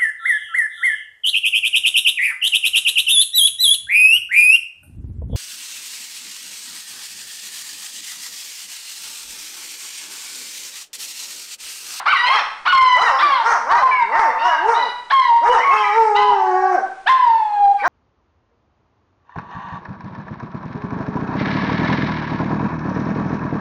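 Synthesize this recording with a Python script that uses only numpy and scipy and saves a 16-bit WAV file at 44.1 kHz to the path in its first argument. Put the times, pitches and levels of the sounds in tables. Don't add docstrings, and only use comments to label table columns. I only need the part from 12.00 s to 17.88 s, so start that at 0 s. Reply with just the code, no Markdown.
import sys
import numpy as np
from scipy import signal
from scipy.fft import rfft, irfft, next_fast_len
from scipy.io import wavfile
from scipy.ndimage import uniform_filter1d

SR = 44100
rng = np.random.default_rng(int(sys.argv[2]) if len(sys.argv) > 2 else 0)


def unload_audio(sound):
    columns = np.transpose(np.atleast_2d(sound))
    steps = np.round(np.clip(columns, -1, 1) * 32767)
    wavfile.write(sys.argv[1], SR, steps.astype(np.int16))


def linear_from_db(decibels):
    return 10 ** (np.asarray(decibels, float) / 20)


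N = 259308

# time_s, pitch_hz, fundamental_level_db
SMALL_CALLS = [
    [(.054, 1000, -9), (.085, 1442, -11.5), (.115, 1563, -16.5), (.138, 1130, -5), (.175, 945.6, -44),
     (.25, 985, -7.5), (.278, 1055, -38.5), (.315, 1060, -8.5), (.345, 1108, -25), (.415, 815, -24.5)],
    [(.65, 806.4, -17.5), (.682, 1476, -10), (.72, 1450, -15), (.73, 1076, -5.5), (.92, 1000, -8.5),
     (.985, 989, -23.5), (1.04, 1018, -16.5), (1.1, 875, -21)],
    [(1.185, 786, -29), (1.22, 1088, -20.5), (1.228, 1190, -7.5), (1.29, 1135, -11.5), (1.35, 1056, -12.5),
     (1.39, 948, -15.5), (1.43, 880, -11)],
    [(1.69, 799.5, -40), (1.74, 937, -2.5), (1.8, 1007, -26.5), (1.845, 1057, -2), (1.905, 1003, -14.5),
     (1.97, 1032, -14), (2.03, 927.5, -8.5), (2.1, 890.5, -45)],
    [(2.11, 889.6, -13.5), (2.14, 918, -15), (2.32, 893.4, -16.5), (2.41, 909, -19.5), (2.47, 974, -10),
     (2.59, 943.4, -22), (2.63, 868, -19), (2.69, 897.6, -8.5), (2.745, 909, -35), (2.78, 1003, -29.5),
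     (2.84, 980, -13), (2.93, 975, -34.5)],
    [(3.097, 590.5, -34), (3.125, 1092, -9.5), (3.19, 1059, -1), (3.25, 984, -19), (3.32, 929.3, -3),
     (3.47, 943.8, -13.5), (3.53, 993.3, -18), (3.585, 916, -14)],
    [(3.57, 911.7, -10.5), (3.603, 910, -20.5), (3.612, 1024, -24.5), (3.636, 1034, -40),
     (3.646, 1126, -12), (3.72, 1080, -11.5), (3.81, 1057, -18), (3.85, 998, -16.5), (3.98, 938, -38)],
    [(4.148, 873, -14), (4.17, 995.7, -21), (4.215, 1029, -13), (4.3, 985, -8.5), (4.36, 888, -17.5),
     (4.6, 819, -19), (4.84, 766.2, -18), (4.9, 773, -45.5)],
    [(5.058, 640, -11.5), (5.076, 843, -19), (5.096, 1042, -6), (5.17, 1040, -10.5), (5.3, 921, -8),
     (5.46, 849.5, -19.5), (5.69, 796.7, -4.5), (5.75, 832, -19.5), (5.83, 752.4, -45.5), (5.88, 830, -35)],
]
# start_s, overtone_level_db, overtone_fade_db_per_s,
# hoarseness_db, mouth_resonance_hz, mouth_lift_db
SYLLABLES = [(0.051, -17, 7, -6, 2260, 9), (0.133, -15.5, 23.5, -18.5, 3850, 6.5),
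             (0.248, -15.5, 17.5, -14.5, 2507, 10), (.65, -18.5, 7.5, -7.5, 3130, 6.5),
             (0.727, -16, 15.5, -24, 3024, 6.5), (1.182, -16.5, 36.5, -7, 3602, 3.5),
             (1.689, -24, 42.5, -7.5, 3368, -17.5), (2.11, -39, 28.5, -12.5, 1979, 29.5),
             (2.39, -26.5, 53.5, -10, 2900, 11.5), (2.745, -24.5, 26, -13.5, 3940, 13.5),
             (3.1, -14.5, 79.5, -21, 3124, 6.5), (3.49, -36, 21, -12.5, 2927, 18),
             (3.573, -33, 12, -20.5, 1830, 22), (3.615, -32.5, 86.5, -10, 2170, 22.5),
             (3.771, -27, 5.5, -6.5, 3110, 13.5), (3.831, -31.5, 23, -12, 2052, 12.5),
             (4.148, -19.5, 109.5, -8.5, 2957, 11.5), (4.453, -59.5, -0.5, -15, 1591, 28.5),
             (5.061, -14.5, 117, -13, 3497, 10), (5.122, -33, 24, -11, 2600, 0.5),
             (5.785, -39.5, 29, -4, 2306, 18.5), (5.835, -34, 11, -6.5, 1586, 20.5)]
# frequency_hz, gain_db
SMALL_THROAT = [(400, -19.5), (1000, 10.5), (2000, -3.5), (3000, -12), (4200, -15), (5500, -27),
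                (7500, -52.5), (10000, -42)]
# crest_s, fall_s, crest_pitch_hz, effort_db, chest_tone_db
LARGE_BARKS = [(0.361, .067, 444, -18.5, -30), (3.505, .115, 498.2, -10.5, -4.5),
               (5.91, .05, 423.3, -13.5, -9.5)]
# time_s, pitch_hz, effort_db, chest_tone_db
BARK_STRING = [(.95, 250, -39.5, -49), (.975, 297.2, -23, -50), (1.03, 473, -16, -29.5),
               (1.065, 481.7, -15.5, -31), (1.115, 269, -26.5, -51.5), (1.17, 260.2, -29, -51.5),
               (1.22, 341.7, -51.5, -37.5), (1.26, 349.5, -30.5, -30), (1.32, 259.6, -36, -50.5),
               (1.41, 299.2, -38, -49.5), (1.46, 461.3, -16, -29), (1.515, 478.4, -14, -27.5),
               (1.575, 301.5, -29, -44.5), (1.61, 228.7, -49.5, -42), (1.66, 237, -32.5, -40.5),
               (1.72, 397.3, -18, -36.5), (1.765, 409.4, -21.5, -38), (1.83, 257.6, -28.5, -48),
               (1.99, 184.8, -53.5, -41), (2.1, 215, -31.5, -40.5), (2.205, 455, -16, -29),
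               (2.3, 232.7, -28, -36), (2.39, 260, -38, -50), (2.46, 382.2, -19, -34),
               (2.54, 293.7, -28.5, -55.5), (2.595, 311, -34, -34.5), (2.69, 468.6, -8.5, -14.5),
               (2.73, 462, -15, -23.5), (2.79, 320, -31, -41), (2.9, 189.7, -36.5, -44)]
# time_s, pitch_hz, effort_db
HOWL = [(3.65, 238.8, -39), (3.74, 432.2, -16), (3.906, 406.6, -22.5), (3.981, 458.8, -9),
        (4.131, 412.8, -15.5), (4.289, 417.2, -17), (4.402, 384, -16.5), (4.53, 367, -13),
        (4.659, 381.2, -14), (4.755, 360.4, -16), (4.779, 253.5, -27.5), (4.879, 129.1, -46.5)]
# frequency_hz, gain_db
LARGE_THROAT = [(300, -3), (600, -4), (900, 9), (1400, -3), (2200, -18.5), (3500, -44), (5500, -29),
                (7500, -47.5), (10000, -55.5)]
# frequency_hz, level_db
RASP = [(220, -26), (400, 0.5), (1000, 18), (2200, 4), (3600, -54), (5600, -10), (7200, -23)]
# start_s, length_s, pitch_hz, effort_db, mouth_resonance_hz, sag_share
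THIRD_YELPS = [(1.911, 0.15, 582.2, -14, 2127, 0.13), (2.508, 0.12, 558, -15.5, 1634, .08),
               (3.711, 0.1, 527.5, -23.5, 2520, .03), (3.83, 0.18, 592, -24, 2290, 0.055)]
# frequency_hz, t60_s
ROOM_T60 = [(500, 0.54), (1500, 0.68), (8000, 0.54)]
# frequency_hz, gain_db
ECHO_COLOUR = [(350, -5), (650, -2), (5000, 2)]
# frequency_hz, gain_db
COUPLING = [(8, 10), (120, 4), (420, 3)]
# frequency_hz, level_db
HISS = [(15, -0.5), (60, -25.5), (300, -17), (1500, -15), (10000, -32.5)]

BAND_EDGE_HZ = 10050
MOUTH_WIDTH_HZ, SLUR_S = 140, 0.024
UNDERTONE_DB, MOUTH_AIR_DB = -37.5, -4.5
BARK_RISE_S = 0.095
GROAN_DB, GROAN_FROM_SHARE = -37.5, 0.7
LIPS_ROUND_S, CHEST_OPEN_DB, CHEST_ROUND_DB = 3.96, -9.5, -4.5
TURN_S = 0.02985
CHEST_SLIDE_DB = 0.5
YELP_FADE_DB = 9
LIMIT_DB, LIMIT_S, TURN_DOWN_DB_PER_DB = -9, 0.0029, 2.0 - 1 / 4.3


def evened(x):
    return x / np.sqrt(np.mean(abs(x) ** 2) + 1e-20)


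def read(points, hz):
    point_hz, value = np.transpose(points)
    return np.interp(np.log(hz + 1), np.log(point_hz + 1), value)


def coloured(x, points):
    size = next_fast_len(len(x))
    gain_db = read(points, np.fft.rfftfreq(size, 1 / SR))
    return irfft(rfft(x, size) * linear_from_db(gain_db), size)[:len(x)]


def drift(hz):
    return evened(signal.lfilter(*signal.butter(2, hz, fs=SR), rng.standard_normal(N)))


def controls(calls, rise_s, fall_s):
    t = np.arange(N) / SR
    rows = sorted(tuple(row) for call in calls for row in call)
    row_s, *columns = np.transpose(rows)
    gate = 0
    for call in calls:
        start_s, end_s = call[0][0], call[-1][0]
        gate = gate + np.clip(np.minimum((t - start_s) / rise_s, (end_s - t) / fall_s), 0, 1)
    return np.minimum(gate, 1), *(np.interp(t, row_s, column) for column in columns)


def earlier_call():
    t = np.arange(N) / SR
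    ring = evened(coloured(rng.standard_normal(N), SMALL_THROAT))
    return linear_from_db(-22.0 - 60 * t / 0.3) * ring


def syllables():
    t = np.arange(N) / SR
    row = np.maximum(np.searchsorted(np.transpose(SYLLABLES)[0], t) - 1, 0)
    start_s, top_db, fade_db_per_s, *rest = np.array(SYLLABLES)[row].T
    faded_db = top_db - fade_db_per_s * (t - start_s)
    return (uniform_filter1d(column, round(SLUR_S * SR)) for column in (faded_db, *rest))


def small_dog():
    gate, hz, effort_db = controls(SMALL_CALLS, rise_s=0.014, fall_s=0.016)
    top_db, hoarse_db, mouth_hz, mouth_db = syllables()
    glide_db = np.clip(np.gradient(hz) * SR / 1200, 0, 13)
    bright_db = top_db - effort_db
    jitter = (0.0025 + 0.011 * linear_from_db(hoarse_db)) * drift(hz=90)
    phase = 2 * np.pi * np.cumsum(hz * (1 + jitter)) / SR
    voice = np.cos(phase) + linear_from_db(UNDERTONE_DB) * drift(hz=40.4) * np.cos(phase / 2)
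    for k in np.arange(3, 21) / 2:
        ring_db = mouth_db / (1 + ((k * hz - mouth_hz) / MOUTH_WIDTH_HZ) ** 2)
        line_db = bright_db + read(SMALL_THROAT, k * hz) + ring_db + hoarse_db * (k % 1 > 0)
        flutter = linear_from_db(4 * drift(hz=18)) * (1 + 0.38 * drift(hz=70))
        voice += linear_from_db(line_db) * (k * hz < BAND_EDGE_HZ) * flutter * np.cos(k * phase + k * k)
    pulsed_noise = rng.standard_normal(N) * (1 + 0.27 * np.cos(phase))
    breath = evened(coloured(pulsed_noise, SMALL_THROAT))
    voice += linear_from_db(-9.5 + bright_db + 0.4 * hoarse_db + glide_db) * breath
    mouth_air = drift(hz=MOUTH_WIDTH_HZ) * np.cos(2 * np.pi * np.cumsum(mouth_hz) / SR)
    air_db = MOUTH_AIR_DB + bright_db + read(SMALL_THROAT, mouth_hz) + mouth_db + 0.5 * hoarse_db
    voice += linear_from_db(air_db) * mouth_air
    return np.sqrt(2) * gate * linear_from_db(effort_db) * voice


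def room(x):
    slots = np.arange(200, SR - 20, 20)
    taps = np.zeros(SR)
    taps[slots + rng.integers(0, 20, len(slots))] = rng.choice([-1., 1.], len(slots))
    hz, t, bands = signal.stft(taps, SR, nperseg=256)
    decay = linear_from_db(-60 * t / read(ROOM_T60, hz)[:, None])
    tail = signal.istft(bands * decay, SR, nperseg=256)[1]
    return signal.fftconvolve(x, tail / np.linalg.norm(tail))[:N]


def bark(crest_s, fall_s, hz, effort_db, chest_db):
    u = np.linspace(-1, 1, num=11)
    time_s = crest_s + u * np.where(u < 0, BARK_RISE_S, fall_s)
    pitch_hz = hz * (1 - 0.52 * abs(u) ** 1.6)
    level_db = effort_db - 22 * abs(u) ** 1.7
    tone_db = np.where(u > GROAN_FROM_SHARE, GROAN_DB, chest_db - 30 * abs(u) ** 0.46)
    return np.transpose([time_s, pitch_hz, level_db, tone_db])


def howl():
    return [(s, hz, db, db + (CHEST_OPEN_DB if s < LIPS_ROUND_S else CHEST_ROUND_DB)) for s, hz, db in HOWL]


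def large_dog():
    calls = [bark(*row) for row in LARGE_BARKS] + [BARK_STRING, howl()]
    gate, hz, effort_db, chest_db = controls(calls, rise_s=0.0068, fall_s=0.005)
    hz = uniform_filter1d(hz, round(TURN_S * SR))
    slide = abs(np.gradient(np.log(hz))) * SR
    leap = np.minimum(uniform_filter1d(slide, size=4000), 3)
    jitter = 0.002 * (0.5 + leap) * drift(hz=80)
    phase = 2 * np.pi * np.cumsum(hz * (1 + jitter)) / SR
    rounded_db = np.clip(chest_db - effort_db + 11, 0, 25)
    voice = np.cos(2 * phase)
    for k in range(3, 21):
        flutter = linear_from_db(0.3 * k * drift(hz=5)) * (1 + (0.25 + 0.1 * leap) * drift(hz=57))
        line_db = read(LARGE_THROAT, k * hz) - 2.16 * rounded_db
        voice += linear_from_db(line_db) * flutter * np.cos(k * phase + k * k / 3)
    pulsed_noise = rng.standard_normal(N) * (1 + 0.12 * np.cos(phase))
    breath_db = -30 + 7 * leap - 1.2 * rounded_db + 0.7 * (effort_db + 20)
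    voice += linear_from_db(breath_db) * evened(coloured(pulsed_noise, RASP))
    chest = linear_from_db(chest_db - CHEST_SLIDE_DB * slide) * np.cos(phase)
    return np.sqrt(2) * gate * (linear_from_db(effort_db) * voice + chest)


def yelp(start_s, length_s, hz, effort_db, mouth_hz, sag_share):
    end_hz, end_mouth_hz = hz * (1 - sag_share), mouth_hz * (1 - sag_share)
    return [(start_s, hz, effort_db, mouth_hz),
            (start_s + length_s, end_hz, effort_db - YELP_FADE_DB, end_mouth_hz)]


def third_dog():
    calls = [yelp(*row) for row in THIRD_YELPS]
    gate, hz, effort_db, mouth_hz = controls(calls, rise_s=0.003, fall_s=0.01)
    phase = 2 * np.pi * np.cumsum(hz * (1 + 0.01 * drift(hz=90))) / SR
    voice = 0
    for k in range(2, 8):
        resonance = 1 / (1 + ((k * hz - mouth_hz) / 450) ** 2) ** 2
        voice = voice + np.cos(k * phase + k * k) * resonance
    return np.sqrt(2) * gate * linear_from_db(effort_db) * voice


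def scene():
    small, large = small_dog() + third_dog(), large_dog()
    echoes = linear_from_db(-3.5) * room(small) + linear_from_db(-1) * room(large)
    return (small + large + coloured(echoes, ECHO_COLOUR) + earlier_call())[None]


def levelled(x):
    window = round(LIMIT_S * SR)
    power_db = 10 * np.log10(abs(uniform_filter1d(x ** 2, window)) + 1e-12)
    excess_db = uniform_filter1d(np.maximum(power_db - LIMIT_DB, 0), window)
    return x / linear_from_db(excess_db * TURN_DOWN_DB_PER_DB)


def overloaded(x):
    knee, headroom = 0.34, np.where(x > 0, 0.14, 0.45)
    over = np.maximum(abs(x) - knee, 0)
    return x - np.sign(x) * (over - headroom * np.tanh(over / headroom))


def top_cut(x):
    return signal.sosfilt(signal.butter(12, 10080, fs=SR, output="sos"), x)


def record(dry):
    bass_cut = signal.butter(3, 300, "high", fs=SR, output="sos")
    capsule = levelled(linear_from_db(-3.5) * signal.sosfilt(bass_cut, dry))
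    squashed = overloaded(capsule)
    hiss = linear_from_db(-50.5) * evened(coloured(rng.standard_normal(N), HISS))
    coupled = coloured(squashed[0], COUPLING)[None] / linear_from_db(COUPLING[-1][1]) + hiss
    low_pass = signal.firwin(511, BAND_EDGE_HZ, window=("kaiser", 9), fs=SR)
    limited = signal.oaconvolve(coupled, low_pass[None], "same")
    return top_cut(limited)


dry = scene()
out = record(dry)
unload_audio(out)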